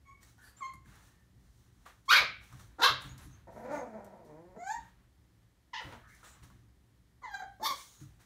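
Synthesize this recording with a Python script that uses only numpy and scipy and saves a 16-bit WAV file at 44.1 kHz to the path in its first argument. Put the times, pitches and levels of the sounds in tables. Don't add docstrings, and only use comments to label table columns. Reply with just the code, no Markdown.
import sys
import numpy as np
from scipy import signal
from scipy.fft import rfft, irfft
from scipy.io import wavfile
from scipy.ndimage import uniform_filter1d, map_coordinates

SR = 44100
rng = np.random.default_rng(int(sys.argv[2]) if len(sys.argv) > 2 else 0)


def undo_db(level):
    steps = np.asarray(level, float) / 20
    return 10 ** steps


def file_out(sig):
    cols = np.atleast_2d(sig).T
    lim = np.clip(cols, -1, 1)
    pcm = np.round(lim * 32767).astype(np.int16)
    wavfile.write(sys.argv[1], SR, pcm)


N = 363825

# time_s, pitch_hz, level_db, roughness_0_to_1
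WHINES = [
    [(.05, 1111, -72, 0.16), (.085, 1099, -50, 0), (.125, 1120, -58, 0.02), (.16, 1080, -70, 0.12)],
    [(.605, 1246, -40.5, .06), (.614, 1126, -42, 0.02), (.63, 1064, -39.5, 0), (.68, 1052, -46.5, 0.09),
     (.73, 1068, -68, 0.1)],
    [(4.558, 639, -59, 0.05), (4.64, 734, -44, .05), (4.68, 797, -36, 0), (4.715, 889.6, -35.5, 0),
     (4.74, 945, -38, 0), (4.79, 916.5, -52.5, 0.14)],
    [(7.218, 1122, -46.5, 0.22), (7.265, 883, -46.5, 0.15), (7.305, 805.4, -45, 0),
     (7.372, 800.7, -45.5, 0.07), (7.447, 768.5, -58, 0.15), (7.56, 723, -71.5, 0.2)],
]
# time_s, pitch_hz, level_db, roughness_0_to_1
BARKS = [
    [(2.079, 1067, -35.5, 0.04), (2.092, 1102, -21, 0.04), (2.104, 1256, -19, 0.04),
     (2.115, 1526, -22.5, .28), (2.143, 1679, -21, .4), (2.152, 2196, -21, .52), (2.19, 2325, -23, .45),
     (2.198, 896, -30.5, .6), (2.232, 420, -41.5, .5)],
    [(2.782, 893.3, -48, .4), (2.8, 881, -34.5, .42), (2.815, 900, -33, .3), (2.821, 950, -23, .15),
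     (2.842, 1044, -25.5, .18), (2.856, 1124, -27.5, .35), (2.878, 1147, -28, .6), (2.9, 1078, -33, 0.7)],
    [(7.596, 499.5, -48.5, .75), (7.624, 760, -44.5, .6), (7.63, 850, -33, .2), (7.651, 936, -30, .28),
     (7.657, 1102, -31, .35), (7.678, 1120, -39.5, 0.41), (7.705, 1128, -41, .42), (7.725, 1080, -43, 0.38)],
]
# time_s, pitch_hz, level_db, roughness_0_to_1
GROWLS = [
    [(3.468, 180, -53.5, 0.68), (3.6, 190, -48.5, .75), (3.66, 255, -42, .4), (3.72, 300, -37, 0.22),
     (3.785, 285, -39.5, 0.25), (3.845, 220, -47.5, 0.39), (3.95, 213.6, -48, 0.41),
     (4.11, 191.3, -52, 0.42), (4.23, 159.5, -60, 0.59)],
    [(4.22, 160, -62, 0.74), (4.3, 150, -53, .35), (4.36, 154.2, -55.5, 0.04), (4.45, 180.1, -59.5, 0.09),
     (4.54, 188.2, -57.5, 0.06), (4.575, 235, -49.5, 0.64)],
    [(5.731, 1090, -43.5, .12), (5.741, 895, -40.5, .16), (5.755, 889.5, -39.5, .16),
     (5.772, 1022, -39.5, 0.1), (5.797, 850, -42.5, .12), (5.815, 554.5, -48.5, 0.41),
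     (5.85, 333.5, -53.5, 0.4), (5.92, 231, -50.5, 0.73), (5.98, 202, -64.5, 0.64)],
]
# opening_at_rest_0_to_1, opening_at_full_effort_0_to_1, lag_s, steady_half_pitch_share_0_to_1
JAW = [(0.4, 0.16, 0.014, 0.01), (0.03, 0.52, 0.035, 0), (0.14, 0.28, .015, 0.02), (-.32, 0.57, 0.0063, 0),
       (.2, 1, .012, -.12), (.15, .97, 0.018, 0.6), (0, 0.9, 0.019, 0.05), (0, 0.14, 0.013, -.1),
       (0, 0, .02, 0.01), (0, 0.83, 0.0016, 0)]
# pairs of pitch_hz, lift_db, then one treble_slope_db_per_octave
TONGUE = [
    [(2110, 12.5), (5100, -9), (6600, 4.4), -5],
    [(1170, 1.8), (2130, -0.62), (5400, -15), (6500, 3.6), -12],
    [(2600, -10.5), (7030, 12), (490, -16), -0.95],
    [(2130, 7), (2900, -1.5), (510, -14.5), (330, -24), (790, 3.4), (2460, -27), (5250, -10), -22],
    [(2300, 1.5), (1200, 4), (1700, 2.5), (290, 7.7), (2850, -1.5), (3900, 3.5), -2.2],
    [(2330, -15.5), (3800, 6.8), (480, 9), (800, 3), (1450, 3.5), (1850, -4.5), -.6],
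    [(2610, -21), (1330, -8.5), (2140, -5.5), (1690, -8.5), (4240, 3.1), (3350, 3), (5400, 7), (6500, 4),
     (353, 8), 10],
    [(630, 3.2), (192, 5.9), (308, -4), (680, 4.9), (960, 3.8), (1090, -8.5), -1.7],
    [(670, 4), (160, -2), (210, 5), (1330, -7), -1.4],
    [(1890, 4.1), (3130, 11.3), (5140, 3.9), -24],
]
# pitch_hz, lift_db
SOFT_TONGUE = [
    [(2200, 1)],
    [(2200, -1)],
    [(1400, -5), (2100, 4)],
    [(2400, -2), (3200, -6), (4000, -4), (4800, -4)],
    [(2500, -24), (3400, 12.5), (4500, 4), (5600, 4.5)],
    [(1450, 5.5), (2300, 2), (3700, 1.5)],
    [(850, 0.5), (3800, 2.5), (500, 1.5)],
    [(950, 3), (1400, -3), (1800, 4)],
    [(300, 6), (1800, 2)],
    [(1000, 2), (3400, 4), (5400, 5)],
]
BREATHY = [1.01, 0.79, 0.85, 0.78, .9, .9, .42, 0.94, 0.89, 0.47]
# time_s, lift_db, width_s
SOBS = [(2.116, 2, 0.0044), (2.128, 4, 0.0033), (2.1348, 3.5, .002), (2.142, 6, 0.0024), (2.156, 0.5, .002),
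        (2.166, 3, .004), (2.229, 6, 0.0034), (2.824, 5, .006), (2.844, 2.5, 0.0036), (2.864, -4, .004),
        (2.874, 2.5, .004), (5.766, 2.5, .002), (5.777, 4, 0.0028), (5.795, 2.5, 0.0036), (7.346, 16, .011),
        (7.398, 15.5, 0.0082), (7.42, 20.5, 0.0091), (7.65, 3, 0.0025), (7.652, -6, 0.0022),
        (7.669, 2.5, 0.0028), (7.705, 9, 0.005), (7.732, 5, .003)]
# pitch_hz, level_db
MOUTH_SHUT = [(100, -4.5), (200, 8), (600, 2), (1000, -3.5), (1700, -14.5), (2300, -20.5), (3000, -44),
              (4300, -37), (5500, -40), (6800, -32.5), (8500, -44), (11000, -57.5), (13500, -48.5),
              (16000, -54.5)]
# pitch_hz, level_db
MOUTH_OPEN = [(100, -39.5), (400, -18), (800, -10.5), (1300, -1.5), (1850, -7.5), (2300, -1.5), (2800, -8),
              (3800, -7.5), (5000, -13), (6500, -22.5), (8000, -34.5), (10000, -29), (12000, -23.5),
              (16000, -33.5)]
# start_s, length_s, start_hz, end_hz, level_db
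WHISTLES = [
    (.565, .038, 7170, 7650, -59),
    (0.618, 0.13, 7440, 6830, -71.5),
    (0.928, 0.316, 1800, 1770, -79),
]
# start_s, length_s, centre_hz, width_hz, level_db
SNIFFS = [(.378, .11, 1620, 470, -60), (.435, .065, 4650, 780, -67), (3.09, .03, 6760, 450, -59),
          (3.307, .051, 6330, 770, -71), (3.74, .072, 6500, 510, -61), (6.03, .07, 1500, 800, -63),
          (6.09, .07, 1950, 800, -62), (.414, .093, 10500, 6300, -68), (3.52, .14, 11500, 1600, -77),
          (7.85, .2, 6700, 800, -69), (6.232, .12, 7550, 1800, -66), (3.205, .06, 11000, 2700, -66),
          (7.306, .11, 13170, 1500, -74)]
# start_s, hold_s, body_db, hiss_db
SCUFFS = [(0.2, .1, -72.5, -67), (0.365, 0.134, -70, -71), (0.565, .04, -66.5, -73),
          (0.833, 0.25, -68.5, -68.5), (1.35, 0.61, -83, -78), (1.852, 0.022, -60, -65.5),
          (2.05, 0.013, -76, -71.5), (2.395, 0.18, -67.5, -67), (2.59, 0.015, -62, -64),
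          (2.996, 0.073, -57, -62.5), (3.169, 0.071, -65, -62), (3.286, 0.029, -65, -80),
          (3.484, .2, -71.5, -76), (3.706, 0.06, -79, -64), (4.039, 0.0088, -76, -75),
          (4.24, 0.03, -80, -77), (4.777, 0.108, -67.5, -76.5), (5.35, 0.088, -84.5, -95.5),
          (5.793, 0.14, -56.5, -68), (6.064, 0.141, -71, -67), (6.229, 0.062, -59.5, -61),
          (6.422, .015, -66, -65.5), (6.496, 0.053, -72, -78), (7.629, 0.18, -64.5, -53.5),
          (7.846, 0.11, -70.5, -63), (7.996, 0.017, -66.5, -64), (8.189, 0.044, -69.5, -71.5)]
# pitch_hz, level_db
SCUFF_BODY = [(250, -12.5), (600, -5.5), (1200, -1), (1700, -2), (2500, -9.5), (4000, -12), (5500, -26.5)]
# pitch_hz, level_db
SCUFF_HISS = [(1760, -37), (3000, -7.5), (3980, -2), (4860, -8), (5890, 0), (7500, -4.5), (8090, -5),
              (9800, -6), (11600, -14), (15600, -5.5)]
# start_s, peak_db, knock_db (against the peak)
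CLAWS = [(0.23, -44.5, -8), (0.381, -61, 5), (0.7374, -47, -3), (0.8586, -61, 7.5), (0.8974, -57, 0),
         (0.956, -49.5, -14), (1.072, -61, -22), (1.8626, -55.5, 13.5), (2.4394, -51.5, -18),
         (2.5262, -49.5, 5), (2.5945, -53.5, -3), (3.02, -41.5, -4.5), (3.179, -42, -28), (4.046, -50, -8),
         (4.2485, -58, -7), (5.783, -56, -25), (5.8588, -56, -19), (5.925, -53.5, 0), (6.149, -50.5, -18),
         (6.2305, -54.5, 10), (6.4355, -48, -23), (6.5015, -57.5, 6.5), (8.0006, -61, -10),
         (8.0344, -52.5, -5.5), (8.214, -55, -2.5)]
# start_s, peak_db
PAWS = [(0.248, -96), (0.736, -52), (0.869, -50.5), (1.46, -83), (2.19, -47), (2.537, -47.5),
        (2.904, -42.5), (3.048, -43), (3.118, -50.5), (3.262, -44.5), (4.779, -60), (5.852, -44.5),
        (6.086, -69.5), (6.433, -51), (8.012, -41)]
# pitch_hz, level_db, time_to_fall_60_db_s
BOARDS = [(55, -13.5, .35), (93.5, -3.5, 0.61), (132, 2.5, 0.33), (190, -9.5, 0.26), (290, -4.5, 0.21)]
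# pitch_hz, time_to_fall_60_db_s
ROOM = [(200, 0.32), (1000, 0.3), (2400, 0.43), (4000, 0.36), (8000, .25), (15000, 0.14)]
# delay_s, level_db
WALLS = [(.0021, -2), (.0047, -4.5), (.0083, -5.5), (0.0132, -27), (.019, -6.5), (.027, -19)]
# pitch_hz, level_db
RUMBLE_COLOUR = [(12, -55.5), (20, -29.5), (54, 3), (72, 3), (87, -7.5), (119, 3.5), (145, -13.5),
                 (179, -5), (208, -12), (233, -13.5), (400, -22), (520, -57.5), (880, -120)]
# pitch_hz, level_db
AIR = [(150, -33.5), (250, -4), (458, -14), (526, -13), (593, -16.5), (730, -15.5), (1590, -19.5),
       (1860, -16), (2530, -24), (3120, -22), (15600, -30.5)]

EFFORT_POWER, HALF_PER_ROUGH = .7, 0.56
FLUTTER_DB, FLUTTER_PER_S, DRIFT = 8.5, 170, .04
WHISTLE_HZ = 150
SCUFF_RISE_S, RISE_PER_HOLD = .006, 0.18
BODY_FALL_DB_PER_S, HISS_FALL_DB_PER_S = 110.5, 130
RUMBLE_DB, AIR_DB = -66.5, -74.5
SHAKE_DB, SHAKE_GROWS, SHAKE_S = -61, .35, 0.17


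def unit(x):
    return x / np.sqrt(np.mean(x ** 2) + 1e-20)


def along(points, hz):
    f, v = np.transpose(points)
    below = -120 if v[0] < 0 else v[0]
    return np.interp(np.log(hz + 1), np.log(f), v, left=below)


def wobble(rate, size=N):
    knots = rng.standard_normal(int(size * rate / SR) + 4)
    return map_coordinates(knots, [np.arange(size) * rate / SR])


def hiss(colour, size=N):
    hz = np.fft.rfftfreq(size, 1 / SR)
    noise = rfft(rng.standard_normal(size))
    return unit(irfft(noise * undo_db(along(colour, hz)), size))


def add(track, s, sound):
    part = track[max(round(s * SR), 0):][:len(sound)]
    part += sound[:len(part)]


def spread(rows):
    s, *cols = np.transpose(rows)
    t = np.arange(s[0], s[-1], 1 / SR)
    fade = np.clip(np.minimum(t - s[0], s[-1] - t) / .004, 0, 1)
    return s[0], fade, [np.interp(t, s, c) for c in cols]


def room(x, wet_db):
    hz, t, z = signal.stft(rng.standard_normal(int(.7 * SR)), SR, nperseg=256)
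    tail = signal.istft(z * undo_db(-60 * t / along(ROOM, hz)[:, None]), SR, nperseg=256)[1]
    answer = np.pad(undo_db(wet_db) * tail / np.linalg.norm(tail), (300, 0))
    answer[0] = 1
    for s, db in WALLS:
        answer[round(s * SR)] += undo_db(db) * rng.choice([-1, 1])
    return signal.fftconvolve(x, answer / np.linalg.norm(answer))


def puppy():
    out = np.zeros(N)
    for rows, *manner in zip(WHINES + BARKS + GROWLS, JAW, TONGUE, SOFT_TONGUE, BREATHY):
        start, sound = call(rows, *manner)
        add(out, start, room(sound, wet_db=-1.0))
    return out


def call(rows, habit, tongue, soft_tongue, breathy):
    start, fade, (hz, db, rough) = spread(rows)
    db, effort, mouth, half = jaw(start, db, rough, *habit)
    rough, half, n = np.clip(rough, 0, 1), np.clip(half, 0, 1), len(hz)

    shake = (0.0075 + .09 * rough) * wobble(90, size=n)
    shake += .12 * rough * wobble(500, size=n)
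    shake += DRIFT * rough * wobble(14, size=n)
    turn = np.cumsum(np.pi * hz * (1 + shake) / SR) + 1e-6
    top = np.floor(15900 / hz)
    pulses = (np.sin((2 * top + 1) * turn) / np.sin(turn) - 1) / np.sqrt(2 * top)
    pulses *= 1 + half * np.cos(turn)
    pulses *= undo_db(FLUTTER_DB * rough * wobble(FLUTTER_PER_S, size=n))
    rasp = rng.standard_normal(n) * (1 + 1.0 * np.cos(2 * turn))
    f, t, (clear, airy) = signal.stft(np.array([pulses, rasp]), SR, nperseg=512, noverlap=448)

    def at(control):
        return np.interp(t * SR, np.arange(n), control)

    def bumps(pairs):
        return sum(g * np.exp(-(np.log((f + 1) / c) / .12) ** 2) for c, g in pairs)

    air_share = np.outer(1 + f / 7000, breathy * at(rough)) + f[:, None] / 40000
    air_share = np.clip(air_share, 0, 1)
    opening = np.clip(at(mouth), -.3, 1.2)
    *lifts, slope_db = tongue
    shape = bumps(lifts) + slope_db * np.log2(np.maximum(f / 6500, 1))
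    throat = np.outer(along(MOUTH_SHUT, f), 1 - opening) + np.outer(along(MOUTH_OPEN, f), opening)
    throat += shape[:, None] + np.outer(bumps(soft_tongue), 1 - at(effort))
    z = (np.sqrt(1 - air_share ** 2) * clear + air_share * airy) * undo_db(throat)
    z *= np.exp(-1j * 1.1 * (f[:, None] / 1000) ** 2 / (1 + f[:, None] / 5000))
    power = uniform_filter1d(np.sum(abs(z) ** 2, axis=0), size=9)
    sound = signal.istft(z / np.sqrt(power + 1e-12), SR, nperseg=512, noverlap=448)[1][:n]
    level_db = db + (1.6 + 3.4 * rough) * wobble(60, size=n)
    return start, unit(sound) * undo_db(level_db) * fade


def jaw(start, db, rough, rest, widest, lag, steady):
    t = start + np.arange(len(db)) / SR
    keep = np.exp(-1 / (abs(lag) * SR))
    effort = signal.lfilter([1 - keep], [1, -keep], undo_db(EFFORT_POWER * (db - db.max())))
    effort = effort / effort.max()
    sobs_db = sum(lift_db * np.exp(-((t - s) / width) ** 2) for s, lift_db, width in SOBS)
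    return db + sobs_db, effort, rest + (widest - rest) * effort, steady + HALF_PER_ROUGH * rough


def nose():
    out = np.zeros(N)
    airs = [(s, length, a, b, WHISTLE_HZ, db) for s, length, a, b, db in WHISTLES]
    airs += [(s, length, a, a, width, db) for s, length, a, width, db in SNIFFS]
    for s, length, start_hz, end_hz, width_hz, db in airs:
        n = int(length * SR)
        turn = 2 * np.pi * np.cumsum(np.linspace(start_hz, end_hz, n)) / SR
        air = wobble(width_hz, size=n) * np.cos(turn) + wobble(width_hz, size=n) * np.sin(turn)
        add(out, s, room(undo_db(db) * signal.windows.tukey(n, .15) * air, wet_db=-1.5))
    return out


def scuffs():
    t = np.arange(N) / SR

    def stroke(s, hold, db, fall):
        rise = np.clip((t - s) / (SCUFF_RISE_S + RISE_PER_HOLD * hold), 0, 1) ** 2
        return rise * undo_db(2 * db - 2 * fall * np.clip(t - s - hold, 0, 1))

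    body = np.sqrt(sum(stroke(s, hold, db, BODY_FALL_DB_PER_S) for s, hold, db, _ in SCUFFS))
    fizz = np.sqrt(sum(stroke(s, hold, db, HISS_FALL_DB_PER_S) for s, hold, _, db in SCUFFS))
    grain = 0.46 * wobble(30)
    dull = body * undo_db(grain + 2.4 * wobble(13)) * hiss(SCUFF_BODY)
    bright = fizz * undo_db(grain + 1.5 * wobble(13)) * hiss(SCUFF_HISS)
    return dull + bright


def feet():
    out, t = np.zeros(N), np.arange(SR // 2) / SR
    for s, db, knock_db in CLAWS:
        click = rng.standard_normal(len(t)) * undo_db(db - 7 - 60 * t / .008)
        tick = np.convolve(click, [1.0, .5, -0.74, -.5], "same")
        knock_hz = 1350 * rng.normal(1, 0.21)
        knock = np.sin(2 * np.pi * knock_hz * t) * undo_db(db + knock_db + 0.5 - 60 * t / .018)
        add(out, s, room((tick + knock)[:SR // 20], wet_db=-5.5))
    for s, db in PAWS:
        boom = np.zeros(len(t))
        for hz, board_db, t60 in BOARDS:
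            fading = undo_db(board_db + rng.normal(0, 2) - 60 * t / t60)
            boom += fading * np.sin(2 * np.pi * hz * t * rng.normal(1, 0.027))
        add(out, s, undo_db(db - 5) * boom * (1 - np.exp(-t / 0.003)))
    return out


def house():
    t = np.arange(N) / SR
    shaken = np.zeros(N)
    for s, db in PAWS:
        swell = np.clip((t - s) / .03 + 1, 0, 1)
        decay = np.exp(-np.maximum(t - s, 0) / SHAKE_S)
        shaken += undo_db(SHAKE_DB + SHAKE_GROWS * (db + 49.0)) * decay * swell
    rumble = (undo_db(RUMBLE_DB) + shaken) * undo_db(1.7 * wobble(5)) * hiss(RUMBLE_COLOUR)
    return rumble + undo_db(AIR_DB + 0.51 * wobble(4.9)) * hiss(AIR)


def scene():
    return (puppy() + nose() + scuffs() + feet() + house())[None]


def band_limit(x):
    return signal.sosfilt(signal.butter(12, 15700, fs=SR, output="sos"), x)


def record(dry):
    hz = np.fft.rfftfreq(N, 1 / SR)
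    treble_loss = undo_db(-4 * np.clip((hz - 13000) / 3000, 0, 1)) * (hz < 15750)
    heard = irfft(rfft(dry) * treble_loss, N)
    return band_limit(heard)


dry = scene()
out = record(dry)
file_out(out)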